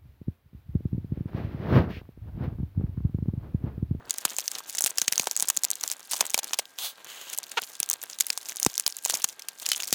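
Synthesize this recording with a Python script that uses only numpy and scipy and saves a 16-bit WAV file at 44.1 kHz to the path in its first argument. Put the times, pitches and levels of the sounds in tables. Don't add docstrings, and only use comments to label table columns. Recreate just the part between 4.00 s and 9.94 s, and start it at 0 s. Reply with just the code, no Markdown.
import sys
import numpy as np
from scipy import signal
from scipy.fft import rfft, irfft, next_fast_len
from scipy.io import wavfile
from scipy.ndimage import map_coordinates

SR = 44100
rng = np.random.default_rng(int(sys.argv[2]) if len(sys.argv) > 2 else 0)


def dump(signal):
    limited = np.clip(np.atleast_2d(signal).T, -1, 1)
    pcm = np.round(limited * 32767).astype(np.int16)
    wavfile.write(sys.argv[1], SR, pcm)


def voltage_ratio(level):
    return 10 ** (np.asarray(level, float) / 20)


N = 262130
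LEAD = 0.005
SPAN = 2048


def unit(x):
    return x / np.sqrt(np.mean(x ** 2, -1, keepdims=True) + 1e-20)


def peak_one(rows):
    return rows / np.abs(rows).max(-1, keepdims=True)


def along(points, hz):
    f, value = np.transpose(points)
    return np.interp(np.log(hz + 1), np.log(f + 1), value)


def curves(rows):
    s, *columns = np.transpose(rows)
    now = np.arange(N) / SR
    return [np.interp(now, s, c, left=-120, right=c[-1] if s[-1] > 5.9 else -120) for c in columns]


def wobble(rate):
    knots = rng.standard_normal(int(N * rate / SR) + 4)
    return map_coordinates(knots, [np.arange(N) * rate / SR])


def filtered(x, response):
    n = x.shape[-1]
    m = next_fast_len(n + 4096)
    return irfft(rfft(x, m) * response(np.fft.rfftfreq(m, 1 / SR)), m)[..., :n]


def mode(f, hz, width):
    return 1j * f * width / (hz * hz - f * f + 1j * f * width)


def body(modes, spread_db=0, count=1):
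    luck = rng.normal(0, 1, (count, len(modes)))

    def response(f):
        total = 0
        for k, (hz, width, db) in enumerate(modes):
            total = total + (-1) ** k * voltage_ratio(db + spread_db * luck[:, k:k + 1]) * mode(f, hz, width)
        return total
    return response


def coloured(x, spectrum):
    return unit(filtered(x, lambda hz: voltage_ratio(along(spectrum, hz))))


def bursts(count, t60, rise=0.00035, kick=0):
    t = np.arange(SPAN) / SR - LEAD
    envelope = np.where(t < 0, np.exp(np.minimum(t, 0) / rise), voltage_ratio(-60 * t / t60))
    noise = rng.standard_normal((count, SPAN)) * envelope
    return noise + kick * (np.arange(SPAN) == round(LEAD * SR))


def placed(times, rows):
    at = np.round(np.asarray(times) * SR).astype(int)[:, None] + np.arange(SPAN)
    return np.bincount(at.ravel(), rows.ravel(), N + 2 * SPAN)[:N]


def grit(per_s, spread_db, hiss):
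    chance = per_s / SR * voltage_ratio(6 * wobble(40))
    sizes = rng.standard_normal(N) * voltage_ratio(spread_db * np.minimum(rng.exponential(1, N), 3))
    clicks = (rng.random(N) < chance) * sizes
    return unit(clicks) + hiss * rng.standard_normal(N)


# frequency in Hz, relative level per Hz in dB.
ROOM_SPECTRUM = [(25, -17), (50, -7), (120, -9), (300, -5), (800, 0), (2000, -2), (4000, -9), (7000, -10),
                 (15000, -14), (16500, -40)]
# frequency in Hz, mean level in dB.
WHINE_TONES = [(1599, -65)]


def room_tone():
    now = np.arange(N) / SR
    whine = 0
    for hz, db in WHINE_TONES:
        phase = 2 * np.pi * hz * now + 0.6 * wobble(8)
        whine = whine + np.sqrt(2) * voltage_ratio(db + wobble(5.7)) * np.sin(phase)
    hiss = voltage_ratio(-60.5) * coloured(rng.standard_normal(N), ROOM_SPECTRUM)
    onset = voltage_ratio(np.interp(now, [0.075, 0.085], [-12, 0]))
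    return onset * (hiss + whine)


# frequency in Hz, time to fall by 60 dB in seconds.
ROOM_DECAY = [(200, 0.031), (2000, 0.0335), (10000, 0.011)]


def walls(x):
    hz, t, z = signal.stft(rng.standard_normal(SR // 3), SR, nperseg=256)
    decay = voltage_ratio(-60 * t / along(ROOM_DECAY, hz)[:, None])
    tail = signal.istft(z * decay, SR, nperseg=256)[1]
    delayed = np.pad(x, (200, 0))
    return signal.fftconvolve(delayed, tail / np.linalg.norm(tail))[:N]


# time in seconds, level in dB.
SHUFFLE_LEVEL = [(0, -50), (.012, -52), (.065, -53.5), (.11, -63)]
# frequency in Hz, relative level per Hz in dB.
SHUFFLE_SPECTRUM = [(24, -40), (40, -8), (411, -8), (878, -12), (961, -12), (1810, -13), (3000, -47),
                    (3900, -77), (6600, -120)]


def shuffle():
    level_db = curves(SHUFFLE_LEVEL)[0] + 3.75 * wobble(123)
    return voltage_ratio(level_db) * coloured(rng.standard_normal(N), SHUFFLE_SPECTRUM)


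# time in seconds, level in dB (before a common lift).
WIPE_LEVELS = [
    [(2.78, -53), (2.788, -37), (2.81, -39.5), (2.85, -34.5), (2.9, -42.5), (2.94, -63.5)],
    [(3.07, -54), (3.09, -48.5), (3.25, -49.5), (3.3, -50.5), (3.34, -46), (3.37, -74)],
]
# frequency in Hz, relative level per Hz in dB.
CLOTH_SPECTRUM = [(200, -27), (830, -9), (1900, -13.5), (2600, -9), (3400, 1), (4400, -2.5), (5400, -10),
                  (14200, -8.5), (15800, -7.5), (16500, -46)]
SLIDE_SPECTRUM = [(180, -29), (300, -21.5), (638, -14), (1150, -12.5), (2100, -10), (2320, -13), (3030, -4),
                  (5640, -19), (6780, -11), (9490, -20), (15700, -15.5), (16500, -48)]


def wipes():
    def stroke(rows, spectrum):
        level_db = curves(rows)[0] + 5.0 + 0.58 * wobble(53)
        return voltage_ratio(level_db) * coloured(grit(per_s=3600, spread_db=2.5, hiss=1.15), spectrum)
    return stroke(WIPE_LEVELS[0], CLOTH_SPECTRUM) + stroke(WIPE_LEVELS[1], SLIDE_SPECTRUM)


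# time in seconds, slips per second, level in dB (before a lift).
CREAK_SLIPS = [(3.5695, 440, -43.5), (3.572, 440, -23), (3.577, 487, -22), (3.586, 397, -26.5),
               (3.591, 306, -30), (3.594, 950, -38)]
# frequency in Hz, width in Hz, gain in dB.
CREAK_MODES = [(913, 582, 6), (1516, 166, 11.5), (2710, 1020, 6.5), (4530, 490, -11.5)]


def creak():
    rate, db = curves(CREAK_SLIPS)
    cycles = np.cumsum(np.maximum(rate, 0)) / SR
    slips = np.diff(np.floor(cycles + 1.4), prepend=0)
    size = voltage_ratio(db + 26.0 + rng.normal(0, 1.0, N))
    box = body(CREAK_MODES)
    return filtered(slips * size, lambda f: box(f) / (1 + 1j * f / 5500) ** 2)[0]


# time in seconds, level in dB (before a lift), pitch scale in Hz.
PUSHES = [(0.2522, -30.5, 320), (0.8399, -33, 283), (1.0189, -39.5, 255), (1.0804, -33.5, 276),
          (1.1222, -36.5, 320), (1.1968, -29, 308), (1.2742, -43, 400), (1.424, -39.5, 296),
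          (1.5753, -44, 324), (2.1365, -47, 387), (2.211, -36.5, 376), (2.3452, -37.5, 328),
          (2.5898, -46, 267), (3.6205, -44.7, 386), (3.804, -43, 270), (4.2069, -54, 378),
          (4.6635, -12, 278), (4.865, -46.5, 380), (5.0992, -52.5, 370), (5.1407, -38, 346),
          (5.244, -44, 264), (5.9266, -23.5, 255)]


def thumps():
    s, db, hz = np.transpose(PUSHES)[:, :, None]
    t = np.arange(SPAN) / SR
    swing = np.sin(2 * np.pi * 1.38 * (hz * t) ** 0.555) * voltage_ratio(-60 * t / 0.022)
    shove = 0.465 * (t / 0.00184) * np.exp(1 - t / 0.00097)
    return placed(s[:, 0] + 0.00036, voltage_ratio(db + 4.5) * (swing + shove))


# time in seconds, starting level in dB.
EDGE_FLICKS = [(5.717, -20), (5.735, -30.5)]


def pings():
    s, db = np.transpose(EDGE_FLICKS)[:, :, None]
    t = np.arange(SPAN) / SR
    fade = np.cos(np.pi / 2 * np.arange(SPAN) / SPAN)
    note = np.sin(2 * np.pi * 3030 * t)
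    return placed(s[:, 0], voltage_ratio(db - 60 * t / 0.058) * fade * note)


# frequency in Hz, width in Hz, mean gain in dB.
CARD_MODES = [(439, 360, 10.5), (940, 670, 11), (1296, 2710, -4), (2396, 416, 4.5)]
# time in seconds, peak level in dB, pitch in Hz.
JOLTS = [(0.2522, -14.5, 1534), (0.3872, -28.5, 1120), (0.478, -45, 2600), (0.5542, -41.5, 2040),
         (0.6051, -30.5, 1024), (0.7502, -29, 1950), (0.7899, -40.5, 1830), (0.8087, -28, 1250),
         (0.8405, -36, 815), (0.8623, -21, 1520), (0.8772, -22, 2350), (0.9854, -26.5, 1880),
         (1.0183, -21, 1790), (1.0817, -20, 2380), (1.1249, -21.5, 1990), (1.133, -20, 1935),
         (1.1801, -22, 2320), (1.197, -15, 1790), (1.233, -30, 1144), (1.2721, -14.5, 940),
         (1.3134, -33, 1000), (1.3647, -33, 2160), (1.425, -25, 1080), (1.5027, -20.5, 1470),
         (1.572, -32.5, 1840), (1.6445, -30.5, 960), (1.8376, -29, 1440), (1.879, -40, 2360),
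         (1.9148, -30.5, 2130), (2.1338, -23.5, 940), (2.1437, -27, 1060), (2.2108, -14, 1433),
         (2.2262, -26.5, 1134), (2.2993, -33, 2170), (2.3445, -9, 2074), (2.3777, -21, 1160),
         (2.3906, -23.5, 1130), (2.4342, -35, 890), (2.5334, -15, 2220), (2.5428, -27.5, 1070),
         (2.5933, -15, 1296), (2.7871, -32, 1960), (3.3867, -32, 990), (3.5174, -37, 2110),
         (3.803, -30, 2240), (3.8303, -23.5, 1720), (3.9115, -29, 1500), (4.038, -29, 1520),
         (4.2092, -21.5, 1705), (4.3024, -15, 2590), (4.376, -29, 1195), (4.4963, -31.5, 2380),
         (4.5213, -30.5, 1890), (4.5992, -30, 2520), (4.6637, -13, 790), (4.7816, -44, 2230),
         (4.7979, -29, 1520), (4.8642, -19, 2050), (4.8783, -21.5, 2630), (5.0592, -22.5, 913),
         (5.098, -17, 1490), (5.1375, -23.5, 1144), (5.2443, -19.5, 1620), (5.485, -34, 1990),
         (5.6639, -28, 2320), (5.6898, -29, 2260), (5.718, -20, 2010), (5.733, -40.5, 2270),
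         (5.7667, -31, 2340), (5.8223, -28, 1800), (5.8339, -28.5, 2540), (5.9279, -20, 1730)]


def knocks():
    s, db, hz = np.transpose(JOLTS)[:, :, None]
    count = len(JOLTS)
    card = body(CARD_MODES, spread_db=3.0, count=count)
    taps = bursts(count, 0.0026, rise=0.0001, kick=1.34)
    rows = filtered(taps, lambda f: (0.69 + card(f)) * mode(f, hz, 0.92 * hz) ** 2)
    return placed(s[:, 0] - LEAD - 0.0006, voltage_ratio(db) * peak_one(rows))


# time in seconds, crackle of film and paper in dB, skin on card in dB,
# both before the lifts below.
FINGER_WORK = [(0, -82, -60), (.08, -64, -54), (.11, -50.5, -52), (.36, -49, -54.5), (.46, -53.5, -58),
               (.585, -50, -50), (.62, -50.5, -52.5), (.66, -57, -56), (.69, -50.5, -52.5),
               (.85, -55, -49.5), (.95, -48, -56.5), (1.22, -45.5, -52.5), (1.75, -53.5, -54),
               (1.92, -47, -53.5), (1.96, -63, -56), (2.07, -49, -57.5), (2.14, -41, -49),
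               (2.38, -51, -53.5), (2.415, -88, -54), (2.445, -44, -50.5), (2.65, -61, -60.5),
               (3.04, -61.5, -53), (3.36, -53, -53), (3.42, -75, -50.5), (3.445, -47.5, -50.5),
               (3.53, -49.5, -56), (3.61, -45, -51), (3.79, -53, -58.5), (3.92, -53, -49),
               (3.97, -61, -55.5), (4.14, -51.5, -55.5), (4.53, -48.5, -56), (4.95, -54.5, -59),
               (5.03, -44, -59), (5.06, -46, -50.5), (5.16, -47.5, -52), (5.25, -42, -54),
               (5.38, -68, -57.5), (5.57, -55.5, -59), (5.68, -39.5, -53.5), (5.943, -47, -54)]
# start in seconds, length in seconds, crackle lift in dB.
GLUE_RUNS = [(0.103, .01, 12), (0.286, 0.014, 7.5), (0.346, .012, 9), (.41, 0.017, 7.5),
             (0.508, .014, 12.5), (0.565, 0.041, 10.5), (0.671, .025, 8), (0.897, 0.011, 8),
             (1.218, 0.033, 7.5), (1.593, .01, 8), (1.799, .035, 10), (2.092, 0.023, 10), (3.318, .02, 9),
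             (4.687, 0.013, 6), (4.894, 0.026, 8), (5.038, .02, 10.5), (5.081, .02, 9), (5.132, .03, 10),
             (5.925, .015, 11)]


def activity():
    rise_s, fade_s, most_db, growth = 0.00493, 0.014, 11, 0.45
    rip_edge_s = 0.002
    crackle_db, dull_db = curves(FINGER_WORK)
    s, db = np.transpose(LOUD_SNAPS)[:2]
    impulses = np.bincount(np.round(s * SR).astype(int), voltage_ratio(growth * db), N)
    t = np.arange(-SR // 10, SR // 10 + 1) / SR
    swell = np.where(t < 0, np.exp(np.minimum(t, 0) / rise_s), np.exp(-np.maximum(t, 0) / fade_s))
    stir = np.tanh(np.abs(signal.fftconvolve(impulses, swell, "same")))
    now = np.arange(N) / SR
    rips_db = 0
    for start, length, lift_db in GLUE_RUNS:
        inside_s = np.minimum(now - start, start + length - now)
        rips_db = rips_db + lift_db * np.clip(inside_s / rip_edge_s + 1, 0, 1)
    return crackle_db + most_db * stir + rips_db, dull_db


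def crackle(per_s, spread_db, cycles):
    grain = 96
    draw = rng.random((int(per_s * N / SR), 4))
    at = (draw[:, 0] * N).astype(int)
    clump_db = 5 * wobble(60)[at]
    hz = 6500 * np.exp(0.97 * (draw[:, 1:2] + draw[:, 2:3] - 1))
    size = voltage_ratio(clump_db - spread_db * np.log(draw[:, 3] + 0.0171))[:, None]
    t = np.arange(grain) / SR
    grains = size * np.sin(2 * np.pi * hz * t) * np.exp(-hz * t / cycles)
    summed = np.bincount((at[:, None] + np.arange(grain)).ravel(), grains.ravel(), N + grain)[:N]
    return unit(filtered(summed, lambda f: (1j * f / (1j * f + 1500)) ** 2))


# frequency in Hz, relative level per Hz in dB.
PAPER_SPECTRUM = [(1180, -29), (2000, -47), (2150, -34.5), (2580, 0.5), (2900, -34), (3680, -2.5),
                  (7260, 8.5), (12200, 2.5), (15200, 11), (16500, -97.5)]
HANDLING_SPECTRUM = [(59, -63), (100, -20), (305, -7), (865, -3), (1250, -4.5), (1570, -5.5), (2170, -8),
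                     (3500, -6.5), (4550, -12), (7700, -120)]


def rustle():
    crackle_db, dull_db = activity()
    flutter = wobble(50)
    fizz = coloured(grit(per_s=3000, spread_db=7, hiss=0.22), PAPER_SPECTRUM)
    fizz = voltage_ratio(5 * flutter) * fizz
    crisp = voltage_ratio(-3.5) * crackle(per_s=700, spread_db=7.0, cycles=2.1) + voltage_ratio(-8.5) * fizz
    dull = coloured(grit(per_s=500, spread_db=5.5, hiss=0.66), HANDLING_SPECTRUM)
    rub_db = dull_db + 0.25 * (crackle_db + 50) + 2.5 * flutter
    return voltage_ratio(crackle_db) * crisp + voltage_ratio(rub_db) * dull


def small_snaps():
    per_s = 60
    when, size, pitch, tail = rng.random((int(per_s * N / SR), 4)).T
    db = activity()[0][(when * N).astype(int)] + 14.5 - 3 * np.log(size + 0.04)
    hz = 6970 * np.exp(1.1 * (pitch - 0.5))
    tail_db = -11.5 - 16 * (tail - 0.5)
    return np.transpose([when * N / SR + LEAD * 2, db, hz, tail_db])


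# time in seconds, level in dB, ring in Hz,
# tearing tail in dB relative to that level.
LOUD_SNAPS = [(0.0968, -19, 6970, -3.5), (0.108, -3, 6850, -17), (0.1408, -18.5, 6600, -8.5),
              (0.1841, -11.5, 7080, -10.5), (0.2525, -3.5, 9180, -6.5), (0.2568, -15, 8100, -11),
              (0.292, -27, 5300, -5), (0.3059, -29, 11050, -14), (0.3335, -26, 7550, -8),
              (0.3662, -14.5, 7360, -28), (0.3856, -3, 7540, -13), (0.3973, -13, 6470, -26),
              (0.4057, -16, 6730, -13), (0.4795, -6.5, 5980, -9.5), (0.5166, -12.5, 7260, -14),
              (0.554, -16.5, 4100, -11), (0.585, -15, 8250, -11), (0.6972, -17.5, 6320, -8.5),
              (0.728, -23, 7310, -23), (0.7504, -16.5, 7590, -12.5), (0.7546, -15.5, 7580, -20),
              (0.7714, -16, 7670, -13), (0.7843, -11.5, 5270, -4.5), (0.788, -8.5, 7740, -19),
              (0.792, -16, 7790, -30), (0.8083, -2, 7460, -40.5), (0.8148, -19, 7580, -25),
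              (0.8222, -5.5, 7600, -30), (0.8323, -27, 7070, -25), (0.8407, -1.5, 7010, -28.5),
              (0.8462, -5.5, 9000, -17.5), (0.8551, -25.5, 9170, -23.5), (0.862, -1, 4550, -27),
              (0.8667, -11, 9100, -7), (0.8709, -7.5, 7560, -17), (0.8759, -14, 7100, -17),
              (0.9067, -14, 7340, -28), (0.9753, -16, 7400, -13.5), (0.9841, 0, 6380, -20),
              (0.9985, -19, 6950, -8), (1.0169, -5, 7060, -4), (1.0801, -5, 6120, -3.5),
              (1.1247, -1.5, 6000, -13.5), (1.1332, -16, 7890, -9), (1.1575, -11, 6110, -25),
              (1.1798, -2.5, 6220, -28), (1.197, -2, 6600, -9.5), (1.2714, -6.5, 5680, -9),
              (1.3124, -8.5, 6130, -17), (1.3654, -4, 7430, -24), (1.3749, -8.5, 6890, -30.5),
              (1.399, -6.5, 7270, -28), (1.4057, -8, 6650, -34), (1.425, -0.5, 8760, -18.5),
              (1.4739, -18, 6950, -25), (1.4855, -7, 7370, -17), (1.4896, -3, 6720, -28),
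              (1.501, -1.5, 7360, -10.5), (1.5669, -7.5, 6920, -20.5), (1.5727, -2, 6740, -28.5),
              (1.6359, -2.5, 6100, -36), (1.6443, -6, 7030, -19.5), (1.6498, -2.5, 6580, -43.5),
              (1.704, -7, 7450, -32.5), (1.714, -4, 6860, -31), (1.7328, -17, 4500, -28.5),
              (1.7555, -19, 7840, -15), (1.811, -16, 7500, -7), (1.8374, -4, 6040, -17),
              (1.8776, -10, 7070, -14), (1.9012, -14.5, 7050, -19), (1.9156, -8.5, 7860, -16),
              (1.923, -18, 6150, -9), (1.9671, -28.5, 6570, -17.5), (1.995, -26, 6840, -14),
              (2.0054, -29, 5320, -16), (2.0535, -40, 7620, -11), (2.0585, -40.5, 6580, -20),
              (2.1173, -12, 10130, -11.5), (2.1339, -13.5, 6050, 0.5), (2.1412, -12.5, 7360, -11),
              (2.2079, -3.5, 5860, -1), (2.2113, -4, 6400, -28.5), (2.2545, -15.5, 8150, -12),
              (2.2661, -13.5, 8150, -22), (2.299, -18, 6320, -22.5), (2.304, -13.5, 7640, -29.5),
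              (2.3371, -17, 7370, -10), (2.344, -3, 6840, -8), (2.3782, -7.5, 6800, -9),
              (2.3895, -10, 6650, -5), (2.3924, -8.5, 6600, -10), (2.4329, -19, 7000, -9),
              (2.4437, -14.5, 7890, -10.5), (2.4798, -27, 6180, -19), (2.5033, -33.5, 5550, -13),
              (2.534, -8, 6170, -8), (2.5424, -9.5, 5200, -10), (2.5885, -9, 6700, -1),
              (2.5949, -13.5, 8160, -1), (2.6555, -26, 4280, -19.5), (2.7872, -15, 3400, -23.5),
              (3.046, -24.5, 11220, -10.5), (3.0514, -33.5, 6070, -26), (3.0705, -32, 7070, -15),
              (3.1008, -30, 4170, -3.5), (3.2145, -23.5, 6730, -14.5), (3.2861, -34.5, 7620, -12.5),
              (3.3, -18, 5890, -15), (3.3308, -20.5, 7510, -3.5), (3.334, -17, 7700, -13),
              (3.3773, -10.5, 11800, -17), (3.3865, -7.5, 8550, -16.5), (3.4316, -23, 8100, -8),
              (3.439, -21.5, 4600, -9), (3.4949, -30, 6200, -35), (3.5171, -19, 6420, -5),
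              (3.6192, -14.5, 7940, -13), (3.6562, -37.5, 8450, -13.5), (3.6929, -40.5, 7220, -14.5),
              (3.6982, -42, 9030, -13), (3.753, -26, 6920, -5), (3.8023, 0.5, 9780, -19),
              (3.8305, -6.5, 5970, -31.5), (3.8614, -22, 7560, -19), (3.8902, -13, 6440, -24),
              (3.9, -0.5, 8140, -32.5), (3.9134, -5.5, 5940, -33), (3.9317, -8, 7500, -19),
              (3.938, -7, 7200, -31.5), (4.0168, -24, 6610, -5), (4.029, -15.5, 13180, -17),
              (4.0376, -10.5, 10080, -21), (4.099, -25, 6860, -2.5), (4.111, -25, 6260, -17.5),
              (4.1876, -17, 6300, -7), (4.202, -12, 9580, -17), (4.2047, -8.5, 6970, -14),
              (4.2082, 2, 7200, -16.5), (4.2124, -7, 5860, -25), (4.2673, -9.5, 10800, -15.5),
              (4.3035, -3.5, 5600, -23), (4.3293, -18, 7600, -8), (4.3765, -11, 5840, -12),
              (4.4134, -28.5, 7830, -5), (4.4304, -28, 7660, -7.5), (4.4618, -26, 6170, -15),
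              (4.4877, -17.5, 6250, -10), (4.4928, -18.5, 6420, -17), (4.4959, -15, 6300, -26.5),
              (4.5597, -19.5, 6590, -32), (4.5692, -12, 6280, -30.5), (4.5999, -4.5, 9300, -39),
              (4.6301, -2.5, 6480, -30.5), (4.6495, -3.5, 6720, -38), (4.6638, -0.5, 7340, -9),
              (4.7412, -18.5, 5900, -26), (4.7552, -16, 6340, -35.5), (4.7796, -4, 5100, -25),
              (4.7983, -0.5, 8340, -23.5), (4.8649, -1, 5000, -18), (4.8693, -16.5, 5510, -9),
              (4.8781, -3.5, 9930, -33), (4.9246, -18, 4960, -28), (4.9679, -15, 8810, -22),
              (5.0027, -43.5, 6020, -25), (5.0513, -2.5, 7360, -32), (5.0538, -15, 8880, -7),
              (5.0598, -7, 6500, -12), (5.0986, -4.5, 6550, -11.5), (5.123, -22, 9060, -20),
              (5.1387, -16, 6590, -10), (5.1421, -18.5, 5840, -3), (5.1489, -17.5, 6520, -5),
              (5.2, -26, 9310, -14), (5.243, -0.5, 8020, -9.5), (5.2886, -20, 10600, -5.5),
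              (5.2967, -22, 5350, -19), (5.327, -34.5, 6820, -16), (5.3948, -26.5, 6370, -1.5),
              (5.4216, -24, 4940, -6.5), (5.4859, -12.5, 10670, -6.5), (5.5867, -28, 7680, -13.5),
              (5.5992, -23, 5300, -8), (5.6293, -24, 5980, -10), (5.6611, -18, 7450, -2.5),
              (5.664, -7.5, 6470, -9.5), (5.6898, -4.5, 6880, -15), (5.7177, -3, 5140, -7.5),
              (5.732, -19, 6070, 4), (5.766, -18.5, 6570, -23), (5.8022, -15, 6840, -8),
              (5.8232, -17, 6060, -10), (5.8337, -11, 4700, -21.5), (5.838, -20, 6320, -5),
              (5.8423, -23, 6080, -13), (5.8737, -16, 7700, -14), (5.8781, -12.5, 7450, -29),
              (5.9276, 1.5, 7220, -11.5)]


def snaps():
    table = np.vstack([LOUD_SNAPS, small_snaps()])
    s, db, hz, tail_db = np.transpose(table)[:, :, None]
    count = len(table)
    ring = filtered(bursts(count, 0.0028, rise=0.00013, kick=1.35), lambda f: mode(f, hz, 0.28 * hz))
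    edge = filtered(bursts(count, 0.0069, rise=0.00022, kick=1.42), lambda f: mode(f, 9600, 8550) ** 2)
    tear = filtered(bursts(count, 0.023, rise=0.00028), lambda f: mode(f, 4440, 8100) ** 2)
    edge_db = -13.0 + rng.normal(0, 3, (count, 1))
    mixed = voltage_ratio(-2.5) * peak_one(ring) + voltage_ratio(edge_db) * peak_one(edge) + voltage_ratio(tail_db) * peak_one(tear)
    return placed(s[:, 0] - LEAD - 0.0002, voltage_ratio(db) * mixed)


def scene():
    hands = snaps() + knocks() + thumps() + pings() + rustle() + wipes() + creak()
    return (hands + voltage_ratio(-36) * walls(hands) + shuffle() + room_tone())[None]


def top_cut(x):
    return signal.sosfilt(signal.butter(12, 17010, fs=SR, output="sos"), x)


def record(dry):
    def microphone(hz):
        bass_cut = (1j * hz / (1j * hz + 45)) ** 3
        presence = 0.91 + 0.4 * mode(hz, 6540, 990)
        return bass_cut * presence
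    voiced = filtered(dry, microphone)
    rounded = voiced / (1 + np.abs(voiced / 0.8) ** 6) ** (1 / 6)
    finished = filtered(rounded, lambda hz: hz < 16900)
    return top_cut(finished)


dry = scene()
out = record(dry)
dump(out)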